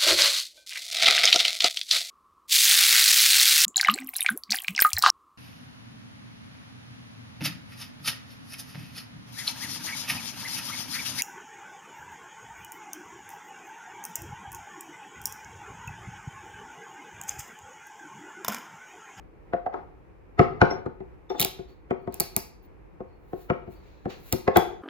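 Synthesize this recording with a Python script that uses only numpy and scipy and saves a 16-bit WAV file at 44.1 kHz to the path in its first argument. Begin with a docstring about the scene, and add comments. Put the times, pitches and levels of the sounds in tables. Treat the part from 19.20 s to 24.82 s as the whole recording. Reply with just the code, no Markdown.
"""A metal screw cap is twisted off a glass bottle on a table, close to a phone on the same table.
First the base knocks and judders: dispersed bending waves (treble first) ring the table's modes.
From about 1.5 s the tapped glass pings faintly; from 2.1 s skin hisses, threads grind, metal squeaks and tears.
Bridges of the seal snap as short noise cracks near 2.2, 3.0 and 5.1 s; at 5.37 s the last goes and the cap rings.
A small living room adds a diffuse tail throughout, over a low background of coloured noise."""
import sys
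import numpy as np
from scipy import signal
from scipy.fft import rfft, irfft
from scipy.io import wavfile
from scipy.ndimage import uniform_filter1d, minimum_filter1d

SR = 44100
rng = np.random.default_rng(int(sys.argv[2]) if len(sys.argv) > 2 else 0)


def dump(signal):
    """Clip the signal to [-1, 1] and save it as 16-bit WAV at the path in sys.argv[1]."""
    limited = np.clip(np.atleast_2d(signal).T, -1, 1)
    pcm = np.round(limited * 32767).astype(np.int16)
    wavfile.write(sys.argv[1], SR, pcm)


N = 247842
SIZE = 16384  # FFT length of a knock, samples
TIME = np.arange(N) / SR  # s
FREQ = np.arange(SIZE // 2 + 1) * SR / SIZE  # Hz


def undb(db):
    """Decibels to gain."""
    return 10 ** (np.asarray(db) / 20)


def along(points, hz):
    """Read (Hz, value) points on a log-frequency axis."""
    at_hz, value = np.transpose(points)
    return np.interp(np.log(hz + 1), np.log(at_hz), value)


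def unit(x):
    """Scale to rms 1."""
    return x / np.sqrt(np.mean(x ** 2))


def tint(x, points):
    """Give a sound the colour of (Hz, dB) points."""
    n = x.shape[-1]
    hz = np.arange(n // 2 + 1) * SR / n
    return irfft(rfft(x) * undb(along(points, hz)), n)


def blow(x, length_s):
    """Give a hit the energy of an rms-1 burst of this length."""
    return unit(x) * np.sqrt(length_s * SR / x.shape[-1])


def add(out, s, sound):
    """Mix a sound in at time s."""
    i = int(s * SR)
    out[:, i:i + sound.shape[-1]] += sound[..., :N - i]


def efforts(rows, sounds):
    """Each effort of the hand builds to a peak and lets go, driving every sound at its own level."""
    out = np.zeros((2, N))
    for s, rise_s, fall_s, *levels_db in rows:
        effort = np.exp(np.minimum((TIME - s) / rise_s, (s - TIME) / fall_s))
        out += effort * sum(undb(db) * sound for db, sound in zip(levels_db, sounds))
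    return out


# phase of the left channel ahead of the right: f/Hz, lead/rad
CHANNEL_LEAD = [(200, 0), (1700, 2.5), (4000, .4), (5500, 2.6), (7000, 1.7), (9100, 3.15), (12000, 5.45),
                (14000, 6.28), (16000, 7.1)]


def to_stereo(x):
    """Spread a sound over two channels, the right one lagging by a frequency-dependent phase."""
    lead_rad = along(CHANNEL_LEAD, np.arange(len(x) // 2 + 1) * SR / len(x))
    return np.array([x, irfft(rfft(x) * np.exp(-1j * lead_rad), len(x))])


def stereo_noise(likeness):
    """Noise in two channels; likeness is the shared fraction of its power."""
    c = np.clip(likeness, 0, 1)
    shared = to_stereo(rng.standard_normal(N))
    return np.sqrt(c) * shared + np.sqrt(1 - c) * rng.standard_normal((2, N))


# spectrum of the quiet room, relative: f/Hz, density/dB
HUSH = [(15, -37), (25, -17), (53, -1), (83, -11), (208, -17.5), (238, -23.5), (304, -14.5), (510, -19),
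        (600, -26.5), (878, -25.5), (1470, -33.5), (2400, -36.5), (3320, -51.5), (9000, -63.5),
        (14000, -61.5), (16500, -70.5)]


def hush(level_db=-50.5, knot_s=.1):
    """Low background of the room: coloured noise whose level wavers by about 1 dB."""
    knots_s = np.arange(0, TIME[-1], knot_s)
    waver_db = np.interp(TIME, knots_s, rng.standard_normal(len(knots_s)))
    return unit(tint(stereo_noise(0.08), HUSH)) * undb(level_db + waver_db)


# decay of the room's tail: f/Hz, t60/s
ROOM_T60 = [(80, 1), (350, .5), (1000, 0.45), (4000, 0.43), (8000, 0.33), (15000, 0.24)]
# tail level per band, before each source's wet gain: f/Hz, level/dB
ROOM_SHARE = [(60, -12.5), (200, -12), (400, -5.5), (1000, -6.5), (2500, -6.5), (6000, -5), (8300, -15),
              (12000, -12), (16000, -17.5)]
# shared fraction of the tail's power in the two channels: f/Hz, likeness/0-1
ROOM_LIKENESS = [(300, .3), (4000, 0.4), (8000, 1)]


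def room(x, gap_s=0.0065, build_s=0.00065):
    """A diffuse tail, band by band, that sets in after the first wall is reached."""
    t = TIME[:2 * SIZE]
    hz = np.arange(SIZE + 1) * SR / len(t)
    alike = np.clip(along(ROOM_LIKENESS, hz), 0, 1)
    shared = rfft(rng.standard_normal(len(t)))
    separate = rfft(rng.standard_normal((2, len(t))))
    spectrum = np.sqrt(alike) * shared + np.sqrt(1 - alike) * separate
    centres_hz = np.geomspace(60, 16000, 17)
    onset = 1 - np.exp(-np.maximum(t - gap_s, 0) / build_s)
    tail = 0
    for centre_hz, band in zip(centres_hz, np.eye(len(centres_hz))):
        fade = onset * np.exp(-np.log(1000) * t / along(ROOM_T60, centre_hz))
        # overlapping triangular bands
        noise = irfft(spectrum * np.interp(np.log(hz + 1), np.log(centres_hz), band))
        tail = tail + noise * fade / np.linalg.norm(fade) * undb(along(ROOM_SHARE, centre_hz))
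    return signal.fftconvolve(x, tail, axes=1)[:, :N]


def bending_waves(first_s=.004, spread_s=.016, fade_s=0.034, echo_db=-5.0, apart=0.63, long_hz=220, count=12):
    """Direct wave and edge reflections in the table; travel time (given at 500 Hz) grows towards the bass."""
    extra_s = spread_s * (np.arange(count) + rng.random(count)) / count
    strength = undb(echo_db) * np.exp(-extra_s / fade_s) * rng.choice([-1, 1], count)
    phase_per_s = -4j * np.pi * np.sqrt(500 * FREQ)
    channel_strength = strength * (1 + apart * rng.standard_normal((2, count)))
    echoes = channel_strength @ np.exp(np.outer(extra_s, phase_per_s))
    # long waves lift the whole top at once; short ones scatter and differ between the channels
    short = FREQ ** 2 / (FREQ ** 2 + long_hz ** 2)
    return np.exp(phase_per_s * first_s) * (1 + short * echoes) / np.hypot(1, short * np.linalg.norm(strength))


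# table top under the bottle: f/Hz, width/Hz, level/dB, left minus right/dB, left lead/rad
TABLE_MODES = [(215, 130, -0.5, 1, 1.2), (373, 36.4, 11.5, 9, 2.5), (511.6, 34, 7.5, -4.5, 1),
               (701.5, 45, 12, 1, -1.15), (880, 23, 6, 10, 5.5), (1084, 10, 7, 0, 1),
               (1270, 140, 6, 6, 2.0), (1435, 70, -1, -3.5, 0), (1700, 50, -1.5, 3.5, 3),
               (2000, 88, 3, -2.5, 2), (2410, 450, 10.5, -2.5, -3.5)]
# colour of a knock: f/Hz, level/dB
KNOCK_COLOUR = [(25, -9.5), (50, -3.5), (85, 11), (160, 7.5), (260, 4.5), (400, 3), (600, 2), (850, 8),
                (1300, 3.5), (2200, 0.5), (4000, -10.5), (7000, -25.5), (10000, -41.5), (16000, -43)]


def knock(thud_db, ring_db, edge_db, place_db=2.6, twist_rad=1.7, twist_hz=190):
    """One bump: dispersed waves ring the table's modes, a little differently at each spot of the base."""
    sides = np.array([[.5], [-.5]])
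    # the phone rocks on the table, so the channels move out of step above the deep bass
    rocking = FREQ ** 2 / (FREQ ** 2 + twist_hz ** 2)
    body = np.exp(1j * sides * twist_rad * rocking)
    for hz, width_hz, db, pan_db, lead_rad in TABLE_MODES:
        mode = 1j * FREQ * width_hz / (hz ** 2 - FREQ ** 2 + 1j * FREQ * width_hz)
        level = undb(db + place_db * rng.standard_normal() + sides * pan_db)
        body = body + mode * level * np.exp(1j * sides * lead_rad * rocking)
    contact_db = along([(170, thud_db), (380, 0), (750, ring_db), (2400, edge_db)], FREQ)
    spectrum = body * bending_waves() * undb(contact_db + along(KNOCK_COLOUR, FREQ))
    return irfft(spectrum)[:, :SIZE // 2]


# the base bumps the table: t/s, level/dB, thud/dB, upper ring/dB
KNOCKS = [(0.334, -17.5, -7.5, -5), (0.463, -21, -7.5, 9), (0.54, -26, -19.5, 3.5),
          (1.193, -4.5, 0.5, -10.5), (1.416, -5, 0, -5), (1.511, -22, -19, -7), (1.661, -23.5, -10.5, -20),
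          (1.804, -31, -8.5, -13.5), (2.102, -21.5, -19.5, -9), (2.391, -30, -2, -14.5),
          (2.708, -18, -10, -11), (2.875, -24.5, -7, -9.5), (3.804, -30, -4.5, -9.5),
          (4.132, -25.5, -7, -11.5), (4.3, -15.5, -2, -4.5), (4.475, -33.5, 2, -14),
          (4.856, -22.5, -5, -15.5), (5.13, -18, 5.5, -14.5), (5.278, -12, -8, -9), (5.361, -7, -13, -8),
          (5.372, -11, -1.5, -1.5)]
# sharper edge for harder, more ringing bumps: dB at level 0, dB per dB of level, dB per dB of ring
EDGE_DB, EDGE_PER_LEVEL, EDGE_PER_RING = -9.5, 0.58, 0.48
# jolt of a snap: lag, level relative to the snap, (thud/dB, upper ring/dB, edge/dB)
JOLT_LAG_S, JOLT_DB, JOLT_COLOUR = .0015, -21.5, (2.5, -5.5, -16)


def bumps():
    """Every blow on the table, from knocks and from the snaps jolting the bottle, with its edge level."""
    blows = []
    for s, db, thud_db, ring_db in KNOCKS:
        edge_db = EDGE_DB + EDGE_PER_LEVEL * db + EDGE_PER_RING * ring_db
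        blows.append((s, db, thud_db, ring_db, edge_db))
    for s, db, _, _ in SNAPS:
        blows.append((s + JOLT_LAG_S, db + JOLT_DB, *JOLT_COLOUR))
    return blows


def knocks(scuff_db=-9, before_s=0.0047, after_s=0.0032, scuff_hz=900, early_s=.0016, length_s=0.0093):
    """The knurled base lands on several points, so a brief scuff surrounds each bump."""
    out = np.zeros((2, N))
    t = TIME[:2048] - TIME[1024]
    for s, db, thud_db, ring_db, edge_db in bumps():
        scuff = rng.standard_normal(len(t)) * np.exp(np.minimum(t / before_s, -t / after_s))
        scuff = tint(scuff / np.linalg.norm(scuff), [(100, -12), (scuff_hz, 0)])
        force = (t == 0) + undb(scuff_db) * scuff
        wave = signal.fftconvolve(knock(thud_db, ring_db, edge_db), force[None], axes=1)
        add(out, s + t[0] - early_s, undb(db) * blow(wave, length_s))
    return out


LEAD_IN_S = .01  # silence before a ring


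def ring(modes, split_hz=23, twin=0.3, attack_s=0.00038):
    """Fading modes of a nearly round body: each has a weaker twin that beats against it."""
    t = np.maximum(TIME[:SR // 2] - LEAD_IN_S, 0)
    out = 0
    for hz, db, t60_s in modes:
        main = np.sin(2 * np.pi * (hz * t + rng.random()))
        second = twin * np.sin(2 * np.pi * ((hz + split_hz) * t + rng.random()))
        out = out + undb(db - 60 * t / t60_s) * (main + second)
    return to_stereo(out * (1 - np.exp(-t / attack_s)))


# the hand taps the glass: t/s, level/dB, brightness at 13 kHz/dB
PINGS = [(1.505, -36.5, -17), (2.097, -46.5, -3.5)]
# the bottle's glass: f/Hz, level/dB, t60/s
GLASS_MODES = [(3550, -23.5, 0.25), (5480, 0, 0.17), (6105, -17, 0.2), (13560, -13, 0.17),
               (14830, -19.5, 0.3)]
# the loosened cap: f/Hz, level/dB, t60/s
CAP_MODES = [(2260, 0, 0.36), (3430, -3, 0.42), (4610, -6.5, 0.36), (5450, -13, 0.3), (6620, -14, 0.54)]
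CAP_FREE_S, CAP_FREE_DB = 5.371, -40.5


def pings():
    """The tapped glass rings in its modes, and so does the cap when it comes free."""
    out = np.zeros((2, N))
    for s, db, bright_db in PINGS:
        glass = tint(ring(GLASS_MODES), [(6000, 0), (13000, bright_db)])
        add(out, s - LEAD_IN_S, undb(db) * glass)
    add(out, CAP_FREE_S - LEAD_IN_S, undb(CAP_FREE_DB) * ring(CAP_MODES))
    return out


# the metal catches and squeaks: t/s, length/s, f/Hz, level/dB
SQUEAKS = [(2.092, 0.017, 3566, -47.5), (2.156, 0.041, 3550, -55.5), (2.468, 0.091, 4450, -73.5),
           (2.78, 0.09, 4420, -81.5), (3.42, 0.053, 15000, -67), (3.866, 0.14, 4360, -81.5),
           (4.533, 0.087, 4490, -70.5), (5.336, 0.032, 3523, -50.5)]


def squeaks(width=0.008):
    """Uneven slips keep one resonance of the cap ringing: noise through two equal narrow peaks."""
    out = np.zeros((2, N))
    for s, length_s, hz, db in SQUEAKS:
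        n = int(length_s * SR)
        b, a = signal.iirpeak(hz, 1 / width, SR)
        tone = signal.lfilter(b, a, rng.standard_normal((2, SR // 2)))
        tone = signal.lfilter(b, a, tone)[:, -n:]  # settled part
        add(out, s, undb(db) * unit(tone) * signal.windows.tukey(n, .5))
    return out


# fingers on cap, cap on threads; levels before scene's rub_db: peak t/s, rise/s, fall/s, hiss/dB, grind/dB
RUBS = [(2.099, .002, .025, -74, -46), (2.496, .012, .04, -69, -61.5), (2.822, 0.0075, .015, -72, -77),
        (2.935, .012, .05, -81.5, -50.5), (3.45, 0.022, 0.014, -72.5, -65), (4.22, .075, 0.051, -56, -59.5),
        (4.52, 0.0166, 0.038, -59.5, -67.5), (4.68, 0.12, 0.23, -74.5, -61),
        (4.902, 0.0054, 0.04, -57.5, -40.5), (5.09, 0.047, 0.06, -47.5, -54)]
# colour of skin on metal: f/Hz, level/dB
HISS_COLOUR = [(5000, -16.5), (8000, -7), (11000, -6.5), (14500, -5), (16000, -1.5)]
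# colour of the threads: f/Hz, level/dB
GRIND_COLOUR = [(900, -2), (1800, -3.5), (2600, -1), (3300, -8.5), (4150, -3), (5200, -14), (6800, -13),
                (10000, -38.5)]


def sliding(grain_db=1.0, slip_s=0.0058, skin_likeness=1.0, thread_likeness=0.26):
    """Skin hisses over the metal and the threads grind on the glass, in tiny uneven slips."""
    knots_s = np.arange(0, TIME[-1], slip_s)
    slips = np.interp(TIME, knots_s, undb(grain_db * rng.standard_normal(len(knots_s))))
    hiss = unit(tint(slips * stereo_noise(skin_likeness), HISS_COLOUR))
    grind = unit(tint(slips * stereo_noise(thread_likeness), GRIND_COLOUR))
    return efforts(RUBS, (hiss, grind))


def tiny_slips(rate_hz, size_db):
    """Randomly timed impulses of uneven size."""
    hits = rng.random(N) < rate_hz / SR
    return hits * rng.choice([-1, 1], N) * undb(size_db * rng.standard_normal(N))


# hands drag the bottle or wrench at the seal: peak t/s, rise/s, fall/s, crackle/dB, judder/dB
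WRENCHES = [(0.535, 0.01, 0.037, -73, -34.5), (0.585, 0.014, 0.023, -85, -38.5),
            (1.215, .006, 0.023, -49.5, -25.5), (1.442, .008, 0.024, -72, -29),
            (1.56, .03, 0.03, -91.5, -36), (2.12, 0.0098, 0.0085, -65, -34.5),
            (2.149, 0.0036, 0.054, -63, -31.5), (2.203, 0.0077, 0.0072, -33.5, -41),
            (2.226, 0.0082, 0.0055, -23, -35.5), (2.25, 0.011, 0.0084, -48.5, -49),
            (5.128, .003, 0.004, -29.5, -28), (5.363, 0.004, 0.0022, -34.5, -22.5),
            (5.372, 0.0053, 0.0037, -29, -34)]
# colour of the tearing metal: f/Hz, level/dB
TEAR_COLOUR = [(900, -12), (2000, -4), (2900, 2), (3800, 3), (4500, -1), (5300, -3.5), (7500, -6.5),
               (12000, -24), (16000, -14)]


def tearing(crack_hz=1400, slip_hz=500, size_db=3, apart=0.24, thud_db=-16, ring_db=-4, edge_db=-22):
    """Under torque the metal gives in countless small cracks while the base judders on the table."""
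    shared = to_stereo(tiny_slips(crack_hz, size_db))
    cracks = np.array([channel + apart * tiny_slips(crack_hz, size_db) for channel in shared])
    crackle = unit(tint(cracks, TEAR_COLOUR))
    slips = tiny_slips(slip_hz, size_db)[None]
    judder = unit(signal.fftconvolve(slips, knock(thud_db, ring_db, edge_db), axes=1)[:, :N])
    return efforts(WRENCHES, (crackle, judder))


# colour of a snap: f/Hz, level/dB
SNAP_COLOUR = [(300, -32), (1200, -24.5), (2400, -0.5), (3200, -20.5), (4600, -6.5), (5600, -4),
               (6700, -7.5), (8000, 0.5), (10500, 1), (12000, -2), (14000, 3.5), (15500, 0), (17000, -14)]


def snap(skirt_hz, skirt_db, crack_s=0.000095, bounce_s=0.00045, bounce_db=-2,
         shiver_db=-17, shiver_s=0.0023, length_s=0.00029, skirt_s=0.0019):
    """A bridge cracks, the crack bounces off a near surface, the thin skirt shivers, damped by the fingers."""
    t = np.maximum(TIME[:1024] - TIME[64], 0)
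    crack = (t > 0) * np.exp(-t / crack_s)
    bounce = (t >= bounce_s) * np.exp(-np.abs(t - bounce_s) / crack_s)
    shiver = (t > 0) * np.exp(-t / shiver_s)
    envelope = crack + undb(bounce_db) * bounce + undb(shiver_db) * shiver
    burst = envelope * rng.choice([-1, 1], len(t))
    skirt = undb(skirt_db) * np.sin(2 * np.pi * skirt_hz * t) * np.exp(-t / skirt_s)
    # summed over all directions, the crack that feeds the room is an even click
    click = np.diff(np.sign(t), prepend=0)
    return np.array([blow(tint(x, SNAP_COLOUR), length_s) + skirt for x in (burst, click)])


# the seal's bridges snap: t/s, level/dB, skirt f/Hz, skirt ring/dB
SNAPS = [(2.1978, -7.5, 3800, -12), (2.2042, -7, 3650, -13), (2.214, -8.5, 4005, -6.5),
         (2.2265, -12, 3287, -8), (2.2483, -7.5, 3650, -15), (2.9247, -43.5, 4500, -8.5),
         (2.9427, -22, 4400, -44.5), (3, -6.5, 4830, -28), (3.0046, -7, 4450, -10.5),
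         (3.1647, -4.5, 4720, -25), (5.1260, -7, 4270, -18.5), (5.3708, -7.5, 3400, -7.5)]


def snaps():
    """All the breaking bridges, as heard straight on and as spread into the room."""
    out = np.zeros((2, N))  # rows: direct, spread
    for s, db, skirt_hz, skirt_db in SNAPS:
        add(out, s - TIME[64], undb(db) * snap(skirt_hz, skirt_db))
    return to_stereo(out[0]), to_stereo(out[1])


def scene(table_wet_db=-2, cap_wet_db=-1.0, tear_wet_db=-2, rub_db=-3):
    """Table-borne knocks and airborne cap sounds; all but the pings and the hush feed the room."""
    table = knocks()
    rub = undb(rub_db) * sliding() + squeaks()
    tear = tearing()
    cracks, spread = snaps()
    to_room = undb(table_wet_db) * table + undb(cap_wet_db) * (spread + rub) + undb(tear_wet_db) * tear
    return table + cracks + rub + tear + pings() + room(to_room) + hush()


def record(dry, ceiling=.95, window=265, top_hz=16800):
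    """The phone's limiter eases the loudest peaks of both channels alike; a steep low-pass cuts the top."""
    gain = ceiling / np.maximum(np.abs(dry).max(axis=0), ceiling)
    gain = uniform_filter1d(minimum_filter1d(gain, window), window)  # window in samples
    # run both ways: zero phase, twice the ripple and rejection in dB
    low_pass = signal.ellip(8, .1, 60, top_hz, fs=SR, output="sos")
    return signal.sosfiltfilt(low_pass, dry * gain)


dry = scene()
out = record(dry)
dump(out)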